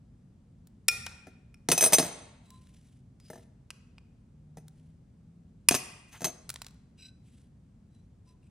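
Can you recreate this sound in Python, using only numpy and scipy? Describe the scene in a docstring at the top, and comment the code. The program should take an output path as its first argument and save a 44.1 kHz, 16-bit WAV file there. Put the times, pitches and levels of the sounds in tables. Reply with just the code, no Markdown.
"""Over a low studio rumble a splinter ticks, then a sheet of stained glass is snapped along its score with pliers.
The pliers clatter onto a work table and fingers rub the glass; a second pair nibbles the edge, and a hum climbs.
A corner cracks off, the second pair slides shut and is laid down, splinters skip about and fingers rub again.
Glass and steel are bursts of spiky noise plus dying tones; the board adds lower tones; rubbing is grainy noise.
Each tool blow is one handle then the other, shared between steel and board by how flat it lands; bounces follow."""
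import sys
import numpy as np
from scipy import signal
from scipy.fft import rfft, irfft, next_fast_len
from scipy.io import wavfile
from scipy.ndimage import map_coordinates

SR = 44100
rng = np.random.default_rng(int(sys.argv[2]) if len(sys.argv) > 2 else 0)


def unload_audio(sound):
    """Save the sound as a 16-bit wav file, at the path given as the first command line argument."""
    columns = np.transpose(np.atleast_2d(sound))
    # keep every value between -1 and 1, then stretch to whole-number steps
    steps = np.round(np.clip(columns, -1, 1) * 32767)
    wavfile.write(sys.argv[1], SR, steps.astype(np.int16))


N = 374850  # length in samples
TOP_HZ = 16500  # upper edge of the sound

# Levels and ring times in the tables are starting points: the functions trim, tilt or scale them.
# Low steady rumble: pitch_hz, level_db (per Hz, relative)
RUMBLE_SPECTRUM = [(18, -42), (28, -25.5), (40, -6), (55, -2.5), (125, -1), (240, -6), (310, -18.5),
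                   (500, -25), (1000, -35), (2000, -41.5), (4000, -46), (9000, -47), (13000, -61.5),
                   (16000, -71)]
# Path of the faint hum: time_s, pitch_hz, level_db
HUM_PATH = [(4.25, 150.6, -61.5), (4.499, 150, -53), (4.95, 160.8, -52.5), (5.1, 163, -60.5),
            (5.35, 169.1, -54), (5.502, 172.5, -73)]
# Reverberation of the studio: pitch_hz, decay_s (time to fall 60 dB)
ROOM_DECAY = [(120, 0.45), (500, .75), (1000, .85), (1700, .9), (2500, 0.91), (5500, .63), (9000, 0.62),
              (13000, .3)]
# Tone colour of the reverberation: pitch_hz, level_db
ROOM_COLOUR = [(120, 5), (500, 2), (1000, 1.5), (1600, 0.5), (2600, -3), (3600, -3), (5000, -2),
               (10500, -2.5), (12500, -3.5), (15000, -4)]
# Echoes from near surfaces: delay_s, level_db
WALL_ECHOES = [(0.0127, -18.5), (.0245, -30), (.029, -23), (.052, -40.5)]
# How alike left and right are in diffuse sound: pitch_hz, likeness (no unit, 1 = same)
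LEFT_RIGHT_LIKENESS = [(100, .989), (250, .95), (600, 0.3), (1400, .4), (2500, 0.35), (5500, .55),
                       (10000, 0.3)]
# Level difference of the microphone ports: pitch_hz, left_minus_right_db
PORT_LEVEL = [(250, 0.3), (620, 3.3), (1200, 1.1), (3000, .7), (6000, 0.56), (10000, .1)]
# Phase difference of the microphone ports: pitch_hz, left_lead_rad
PORT_LEAD = [(200, 0), (700, .2), (2500, 0), (5500, -.95), (9000, -1.3), (15000, -1.55)]

# Air moved by the swaying glass: pitch_hz, level_db (per Hz, relative)
SWAY_SPECTRUM = [(20, -26), (45, -2.5), (75, 0.5), (160, -3.5), (300, -22.5), (1000, -90)]
SWAY_START_S, SWAY_LENGTH_S, SWAY_DB = .885, .33, -51.5

# Fingers slide on the glass: start_s, length_s, hiss_db, ring_db
FINGER_RUBS = [(2.42, 0.21, -70, -68), (2.52, 0.52, -71.5, -81), (3.191, 0.29, -67, -72),
               (4.679, .32, -81, -100), (6.97, 0.15, -68.5, -52), (7.218, 0.28, -72.5, -80),
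               (7.87, 0.22, -84.5, -81), (8.25, 0.095, -77, -71), (8.41, .09, -83, -76)]
# A tight grip squeaks: start_s, length_s, pitch_hz, level_db
FINGER_SQUEAKS = [(2.47, 0.18, 1032, -67), (3.2, 0.12, 4950, -65), (6.99, 0.18, 1528, -70),
                  (8.26, 0.11, 1007, -72)]
# The second pliers' jaws slide shut: start_s, length_s, hiss_db, ring_db
JAW_SLIDES = [(6.06, 0.19, -62, -60.5)]
# The jaws scrape: start_s, length_s, pitch_hz, level_db
JAW_SCRAPES = [(6.125, 0.061, 1580, -54)]
# Hiss of a rubbed surface: pitch_hz, level_db (per Hz, relative)
RUB_SPECTRUM = [(300, -35), (1500, -5.5), (3000, 0), (5000, -5.5), (9000, -3), (11000, -3.5), (12300, -52),
                (14800, -8), (16000, -41)]
# Tones of the hand-held glass: pitch_hz, level_db, ring_s (time to fall 60 dB)
HELD_GLASS_TONES = [(2630, -1, 0.011), (3968, -10, 0.061), (5020, 3.5, 0.016), (5220, -14.5, 0.015),
                    (5820, -5, 0.031), (7970, 4, 0.015), (8680, 5, 0.0077), (11050, -8, .012),
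                    (14700, -15, 0.014)]

# Splinters click off the edge and skip about: start_s, level_db, treble_db
SPLINTER_TICKS = [(0.6715, -45, 21), (2.5042, -39.5, 8), (2.6708, -52, -39), (3.2004, -48, -32),
                  (4.6815, -41, 1), (6.4928, -22.5, -21), (6.5012, -19.5, 0), (6.541, -30, -13.5),
                  (6.559, -27.5, -61), (6.6177, -25, -22), (6.6659, -31, -30)]
# Splinter tick: pitch_hz, level_db (per Hz, relative)
TICK_SPECTRUM = [(200, -11.5), (900, 0), (2700, -2), (4000, 3), (7000, 1), (10500, 0.5), (12500, -9),
                 (16000, -9)]
# The last crumbs: start, typical spacing, first level and loss per hop
SKITTER_START_S, SKITTER_GAP_S, SKITTER_DB, SKITTER_LOSS_DB = 6.646, .032, -38, 6.5

# First pliers tumble onto the table or stir when it is bumped:
# start_s, steel_db, table_db, flatness (no unit, 0 = on a tip, 1 = flat)
PLIERS_BLOWS = [(1.27, -56, -46, .9), (1.6875, -18.5, -24, 1), (1.716, -16, -29, 0.49),
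                (1.7195, -16.5, -27, 0.81), (1.778, -23.5, -30.5, 0.025), (1.809, -21, -30.5, 0.073),
                (1.825, -21, -23.5, 0.32), (1.838, -17.5, -31, .05), (1.861, -23, -26.5, 0.077),
                (1.9232, -24, -25, 0.45), (1.9325, -13.5, -32.5, 0.19), (1.9365, -17.5, -32.5, .3),
                (1.984, -15, -21, .75), (4.571, -50, -45.5, 0.88)]
# Second pliers jerk down as the corner gives and are later laid down: same columns
NIPPER_BLOWS = [(5.7105, -18, -26, 0.89), (5.743, -23, -31, .6), (5.7495, -18.5, -35, .9),
                (6.207, -43.5, -43, 0.57), (6.2184, -37, -36.5, 0.84), (6.2439, -21.5, -31.5, 0.53)]
# First pliers rock to rest: start_s, steel_db, table_db, flatness (no unit, 0-1), first_bounce_s
PLIERS_SETTLE = [(1.999, -25, -24, .5, .027), (3.301, -48.5, -36, 0.46, .031)]
# Second pliers rock to rest: same columns
NIPPER_SETTLE = [(6.251, -29.5, -31, 0.79, .017)]
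# Steel tones of the first pliers: pitch_hz, level_db, ring_s
PLIERS_TONES = [(2550, -13, .14), (2930, -20, .08), (3905, -19, .1), (5210, -8, .13), (6178, 0, .2),
                (8160, -3, .16), (8820, -17, .07), (9353, -2, .15), (10506, -7, .11), (12888, -7, .13),
                (14600, -9, .14)]
# Steel tones of the second pliers: same columns
NIPPER_TONES = [(2590, -7, .08), (3950, -15, .05), (5750, -13, .09), (6210, -4, .13), (6322, 0, .19),
                (8290, -8, .12), (10580, -7, .11), (13080, -9, .11), (14700, -16, .1)]
# Table top under a hard blow: pitch_hz, level_db, ring_s
KNOCK_TONES = [(360, -3, 0.084), (463, -2, 0.07), (620, -3.5, 0.065), (674, 1.5, 0.08), (806, -1.5, 0.037),
               (920, -8, 0.038), (1309, -7.5, 0.035), (1568, -8.5, 0.026), (1750, -5, 0.031),
               (2030, -6.5, 0.036)]
# Table top under a heavy blow: same columns
THUMP_TONES = [(138.4, -4, .12), (179.5, -0.5, .1), (260.1, -1, 0.12), (306.7, -4.5, 0.084)]
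# Click of steel on the table: pitch_hz, level_db (per Hz, relative)
CLICK_SPECTRUM = [(20, -45), (100, -9), (500, 4), (1500, -4), (3000, -3.5), (4200, -1), (7000, -1.5),
                  (10500, -2), (12000, -13.5), (15000, -16.5), (16500, -27)]
BOUNCE_SHRINK, BOUNCE_LOSS_DB = .8, 5  # each bounce against the last: length factor, level loss
# The other handle follows each blow: typical delay, its random spread (log scale), level change
HANDLE_LAG_S, HANDLE_LAG_SCATTER, HANDLE_DB = .0098, .12, -7.5
# On a tip the steel rings louder but a little shorter, and the board hardly moves: dB, length factor, dB
TIP_RING_DB, TIP_RING_LENGTH, TIP_THUMP_DB = 5, 0.58, -14.5
# Landing flat the steel rings more weakly but a little longer, and the board thumps harder: same units
FLAT_RING_DB, FLAT_RING_LENGTH, FLAT_THUMP_DB = -10.5, 0.7, 0

# The jaws bite the gripped piece: start_s, crack_db, ring_db, ring_length (factor), treble_tilt_db
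EDGE_BITES = [(3.7046, -36, -37.5, 0.98, -18), (3.709, -52.5, -38.5, 0.61, -30),
              (3.982, -54, -47, 0.57, -47), (5.6868, -5, -5.5, 0.89, 2.5), (5.6905, -26, -17.5, 0.6, -3)]
# The sheet parts and its halves touch: same columns
SHEET_BREAK = [(.8826, -15, -28, .5, 2), (.885, -10, -15.5, .9, -2), (1.064, -34, -44, .7, -9),
               (1.066, -30, -40, .6, -45), (1.269, -58, -62, .4, -22), (1.543, -55, -51, .3, -12)]
# Tones of the gripped piece: pitch_hz, level_db, ring_s
PIECE_TONES = [(2477, -2, 0.03), (2780, -8, .025), (4920, 3, 0.014), (5700, -8.5, 0.01), (6800, -6, 0.014),
               (7640, -4, .012), (8540, -5.5, 0.02), (11100, -0.5, 0.013)]
# Tones of the sheet: same columns
SHEET_TONES = [(1389, -17.5, .22), (2280, -12, .04), (2402, -9, .06), (2449, 0, .085), (2800, -13, .04),
               (5300, -9, .05), (5398, -3, .1), (5620, -6, .045), (9205, -11, .05), (14900, -20, .12)]
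# Cracking glass: pitch_hz, level_db (per Hz, relative)
CRACK_SPECTRUM = [(20, -59.5), (150, -32.5), (500, -21.5), (900, -10.5), (1400, -11), (2500, -8),
                  (3800, -9), (5500, -4.5), (8000, -4), (11000, -2.5), (12500, -14), (15000, -10.5),
                  (16500, -26.5)]


def amp(db):
    """Turn decibels into an amplitude factor."""
    return 10 ** (np.asarray(db) / 20)


def unit(x):
    """Scale a sound to an average (rms) level of 1."""
    return x / np.sqrt(np.mean(x ** 2) + 1e-20)


def along(points, hz):
    """Read a curve of (pitch_hz, value) points, spaced by the logarithm of pitch."""
    f, v = np.transpose(points)
    return np.interp(np.log(hz + 1), np.log(f + 1), v)


def fade(t, t60):
    """Die away smoothly, losing 60 dB in t60 seconds."""
    return np.exp(-np.log(1000) * t / np.maximum(t60, 1e-4))


def filtered(x, response):
    """Multiply the spectrum of a sound by a response to pitch."""
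    n = x.shape[-1]
    padded = next_fast_len(n + 8192)
    spectrum = rfft(x, padded) * response(np.fft.rfftfreq(padded, 1 / SR))
    return irfft(spectrum, padded)[..., :n]


def noise(spectrum, size):
    """Make coloured noise with an rms of 1."""
    return unit(filtered(rng.standard_normal(size), lambda hz: amp(along(spectrum, hz))))


def tilted(rows, tilt_db):
    """Tilt a spectrum or set of tones by an amount that reaches tilt_db at TOP_HZ."""
    return [(hz, db + tilt_db * hz / TOP_HZ, *rest) for hz, db, *rest in rows]


def add(track, s, sound):
    """Mix a sound into the track at time s."""
    part = track[max(round(s * SR), 0):][:len(sound)]
    part += sound[:len(part)]


def ages():
    """Time since a contact, for the third of a second that it sounds."""
    return np.arange(SR // 3) / SR


def burst(spectrum, t60, spiky_db=6.5):
    """An impact of sharp, uneven noise spikes that starts near rms 1 and dies at once."""
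    shape = fade(ages(), t60)
    unevenness = amp(spiky_db * rng.standard_normal(len(shape)))
    spikes = rng.standard_normal(len(shape)) * unevenness
    coloured = filtered(spikes * shape, lambda hz: amp(along(spectrum, hz)))
    return unit(coloured) * np.sqrt(np.mean(shape ** 2))


def ring(modes, length, attack, scatter_db, detune=0):
    """Dying tones of joint rms 1; each contact mixes them anew and may shift them a little."""
    hz, db, t60 = np.transpose(modes)[:, :, None]
    t = ages()
    size = amp(db + scatter_db * rng.standard_normal(hz.shape))
    hz = hz * (1 + detune * rng.standard_normal(hz.shape))
    waves = np.sin(2 * np.pi * (hz * t + rng.random(hz.shape))) * fade(t, t60 * length)
    level = np.sqrt(2 / np.sum(size ** 2))
    onset = 1 - np.exp(-t / attack)
    return (size * waves).sum(0) * level * onset


def wobble(t, rate):
    """A random curve of straight lines between rate points a second."""
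    return map_coordinates(rng.standard_normal(len(t)), [t * rate], order=1)


def stroke(t, length):
    """A hand movement swells and dies away."""
    return np.sin(np.pi * np.clip(t / length, 0, 1) ** .8)


def diffuse(pair):
    """Blend two unrelated signals into left and right with the wanted likeness at each pitch."""
    def shares(hz):
        turn = np.arccos(np.clip(along(LEFT_RIGHT_LIKENESS, hz), -1, 1)) / 2
        return np.array([np.cos(turn), np.sin(turn)])
    mid, side = filtered(pair, shares)
    return np.array([mid + side, mid - side])


def studio(x, wet_db, walls_db, build=0.024):
    """The direct sound, a few near echoes, and a noise tail that dies at its own pace at each pitch."""
    hz, t, z = signal.stft(rng.standard_normal((2, SR)), SR, nperseg=256)
    decay = fade(t, along(ROOM_DECAY, hz)[:, None])
    buildup = 1 - np.exp(-(t / build) ** 2)
    tail = signal.istft(z * decay * buildup, SR, nperseg=256)[1]
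    tail = diffuse(tail / np.linalg.norm(tail[0]))
    tail = filtered(tail, lambda f: amp(along(ROOM_COLOUR, f)))
    near = x.copy()
    for delay, db in WALL_ECHOES:
        add(near, delay, amp(db + walls_db) * x)
    return near + amp(wet_db) * signal.fftconvolve(x[None], tail, axes=1)[:, :N]


def background(rumble_db=-56.5, hum_db=-1):
    """Steady low noise makes the rumble; for a while a faint sine hum climbs in pitch."""
    t = np.arange(N) / SR
    s, hz, db = np.transpose(HUM_PATH)
    swell = np.interp(t, [s[0] - .2, *s, s[-1] + .2], [0, *amp(db + hum_db), 0])
    hum = swell * np.sin(2 * np.pi * np.cumsum(np.interp(t, s, hz)) / SR)
    rumble = diffuse(np.array([noise(RUMBLE_SPECTRUM, N), noise(RUMBLE_SPECTRUM, N)]))
    return amp(rumble_db) * rumble + hum


def sway():
    """A soft low flutter of air as the freed half of the sheet swings in the hand."""
    out, t = np.zeros(N), np.arange(SR // 2) / SR
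    air = stroke(t, SWAY_LENGTH_S) * noise(SWAY_SPECTRUM, len(t))
    add(out, SWAY_START_S, amp(SWAY_DB) * air)
    return out


def friction(strokes, modes, grain_db, slips_per_s):
    """A surface sticks and slips: a grainy hiss, and rough noise that excites the body's tones."""
    out, t = np.zeros(N), np.arange(SR // 2) / SR
    for s, length, hiss_db, ring_db in strokes:
        slips = stroke(t, length) * unit(amp(grain_db * wobble(t, slips_per_s)))
        body = ring(modes, 0.53, attack=0.0019, scatter_db=6.5)
        push = stroke(t, length) * slips * rng.standard_normal(len(t))
        rung = signal.fftconvolve(push, body / np.linalg.norm(body))
        add(out, s, amp(hiss_db) * slips * noise(RUB_SPECTRUM, len(t)))
        add(out, s, amp(ring_db) * rung)
    return out


def squeaks(strokes, width, grain_db, slips_per_s):
    """Slips that lock to one pitch: a narrow noise band squeaks, a wide one scrapes."""
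    out, t = np.zeros(N), np.arange(SR // 2) / SR
    for s, length, pitch_hz, db in strokes:
        hiss = rng.standard_normal(len(t))
        band = unit(filtered(hiss, lambda hz: 1 / (1 + ((hz / pitch_hz - 1) / width) ** 2)))
        grain = unit(amp(grain_db * wobble(t, slips_per_s)))
        add(out, s, amp(db) * stroke(t, length) * grain * band)
    return out


def skitter(treble_db=-25, unevenness=0.17, count=4):
    """The last crumbs hop at uneven gaps, ever more weakly: rows like the splinters'."""
    gaps = SKITTER_GAP_S * np.exp(unevenness * rng.standard_normal(count))
    return [(SKITTER_START_S + gaps[:k].sum(), SKITTER_DB - k * SKITTER_LOSS_DB, treble_db)
            for k in range(count)]


def splinters(gain_db=-7, t60=0.016, tilt=0.45, usual_db=-18):
    """Tiny dry noise ticks, each with its own brightness."""
    out = np.zeros(N)
    for s, db, treble_db in SPLINTER_TICKS + skitter():
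        colour = tilted(TICK_SPECTRUM, tilt * (treble_db - usual_db))
        add(out, s, amp(db + gain_db) * burst(colour, t60))
    return out


def contact(s, steel_db, table_db, flatness):
    """Share out a blow by flatness: start, ring dB, ring length factor, click dB, knock dB, thump dB."""
    def between(tip, flat):
        return np.interp(flatness, [0, 1], [tip, flat])
    ring_db = steel_db + between(TIP_RING_DB, FLAT_RING_DB)
    length = between(TIP_RING_LENGTH, FLAT_RING_LENGTH)
    thump_db = table_db + between(TIP_THUMP_DB, FLAT_THUMP_DB)
    return s, ring_db, length, steel_db, table_db, thump_db


def tumble(blows, settles, count=5):
    """List a tool's contacts: one handle then the other, and ever quicker, weaker bounces to rest."""
    out = []
    for s, steel_db, table_db, flatness in blows:
        lag = HANDLE_LAG_S * np.exp(HANDLE_LAG_SCATTER * rng.standard_normal())
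        out.append(contact(s, steel_db, table_db, flatness))
        out.append(contact(s + lag, steel_db + HANDLE_DB, table_db + HANDLE_DB, flatness))
    for s, steel_db, table_db, flatness, flight in settles:
        for k in range(count):
            loss = k * BOUNCE_LOSS_DB
            out.append(contact(s, steel_db - loss, table_db - loss, flatness))
            s += flight * BOUNCE_SHRINK ** k
    return out


def chatter(sound, share, t60, per_s=260):
    """The loose joint strikes again and again just after a blow, roughening its sound."""
    t = ages()
    hits = rng.random(len(t)) < per_s / SR
    taps = hits * rng.standard_normal(len(t)) * fade(t, t60) * share
    taps[0] = 1  # the blow itself
    rough = signal.fftconvolve(sound, taps)[:len(t)]
    return rough * np.linalg.norm(sound) / np.linalg.norm(rough)


def clatter(contacts, modes, click_t60):
    """Steel hits the table: clicks, and apart from them the tool's ring with the board's knock and thump."""
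    clicks, body = np.zeros((2, N))
    for s, ring_db, length, click_db, knock_db, thump_db in contacts:
        click = amp(click_db) * burst(CLICK_SPECTRUM, click_t60)
        steel = amp(ring_db) * ring(modes, length, attack=0.00036, scatter_db=3, detune=.0022)
        knock = amp(knock_db) * ring(KNOCK_TONES, 0.96, attack=0.00093, scatter_db=3, detune=0.035)
        thump = amp(thump_db) * ring(THUMP_TONES, 0.81, attack=0.0014, scatter_db=.5, detune=0.021)
        add(clicks, s, chatter(click, share=0.4, t60=0.08))
        add(body, s, chatter(steel, share=0.36, t60=0.1) + knock + thump)
    return clicks, body


def tool(blows, settles, modes, click_t60, click_wet_db, body_wet_db, walls_db):
    """Pliers in the room: clicks, and the steel's ring with the board, each with its own reverberation."""
    clicks, body = clatter(tumble(blows, settles), modes, click_t60)
    return studio(clicks, click_wet_db, walls_db) + studio(body, body_wet_db, walls_db)


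def fractures(events, modes, crack_t60):
    """A running crack lets go of the bent glass: a spiky burst, and tones that soon die in the hand."""
    out = np.zeros(N)
    for s, crack_db, ring_db, length, tilt_db in events:
        crack = burst(tilted(CRACK_SPECTRUM, tilt_db), crack_t60)
        glass = ring(tilted(modes, tilt_db), length, attack=0.00018, scatter_db=1.0)
        add(out, s, amp(crack_db) * crack)
        add(out, s, amp(ring_db) * glass)
    return out


def scene():
    """Place every source in the studio and mix them."""
    fingers = friction(FINGER_RUBS, HELD_GLASS_TONES, grain_db=4.0, slips_per_s=150)
    fingers += squeaks(FINGER_SQUEAKS, width=0.0082, grain_db=1.5, slips_per_s=80)
    jaws = friction(JAW_SLIDES, NIPPER_TONES, grain_db=4.5, slips_per_s=85)
    jaws += squeaks(JAW_SCRAPES, width=1.0, grain_db=1.5, slips_per_s=286)
    small = studio(splinters() + fingers + jaws, wet_db=-18.5, walls_db=-3.5)
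    nippers = tool(NIPPER_BLOWS, NIPPER_SETTLE, NIPPER_TONES, click_t60=.024,
                   click_wet_db=-18.5, body_wet_db=-20.5, walls_db=-4)
    pliers = tool(PLIERS_BLOWS, PLIERS_SETTLE, PLIERS_TONES, click_t60=0.026,
                  click_wet_db=-12.5, body_wet_db=-18.5, walls_db=-1)
    bites = fractures(EDGE_BITES, PIECE_TONES, crack_t60=0.022)
    bites = studio(bites, wet_db=-14.5, walls_db=-10.0, build=0.02)
    snap = fractures(SHEET_BREAK, SHEET_TONES, crack_t60=0.015)
    snap = studio(snap, wet_db=-13, walls_db=-2)
    return background() + sway() + small + nippers + pliers + bites + snap


def record(dry):
    """Two close microphone ports differ in level and phase; tall peaks are rounded and the top is cut."""
    sides = np.array([[.5], [-.5]])  # half of each difference goes to either side

    def port_response(hz):
        return amp(sides * along(PORT_LEVEL, hz)) * np.exp(1j * sides * along(PORT_LEAD, hz))
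    ports = filtered(dry, port_response)
    rounded = ports / (1 + (ports / .76) ** 6) ** (1 / 6)  # stays below .76
    return filtered(rounded, lambda hz: 1 / (1 + (hz / TOP_HZ) ** 160))


dry = scene()
out = record(dry)
unload_audio(out)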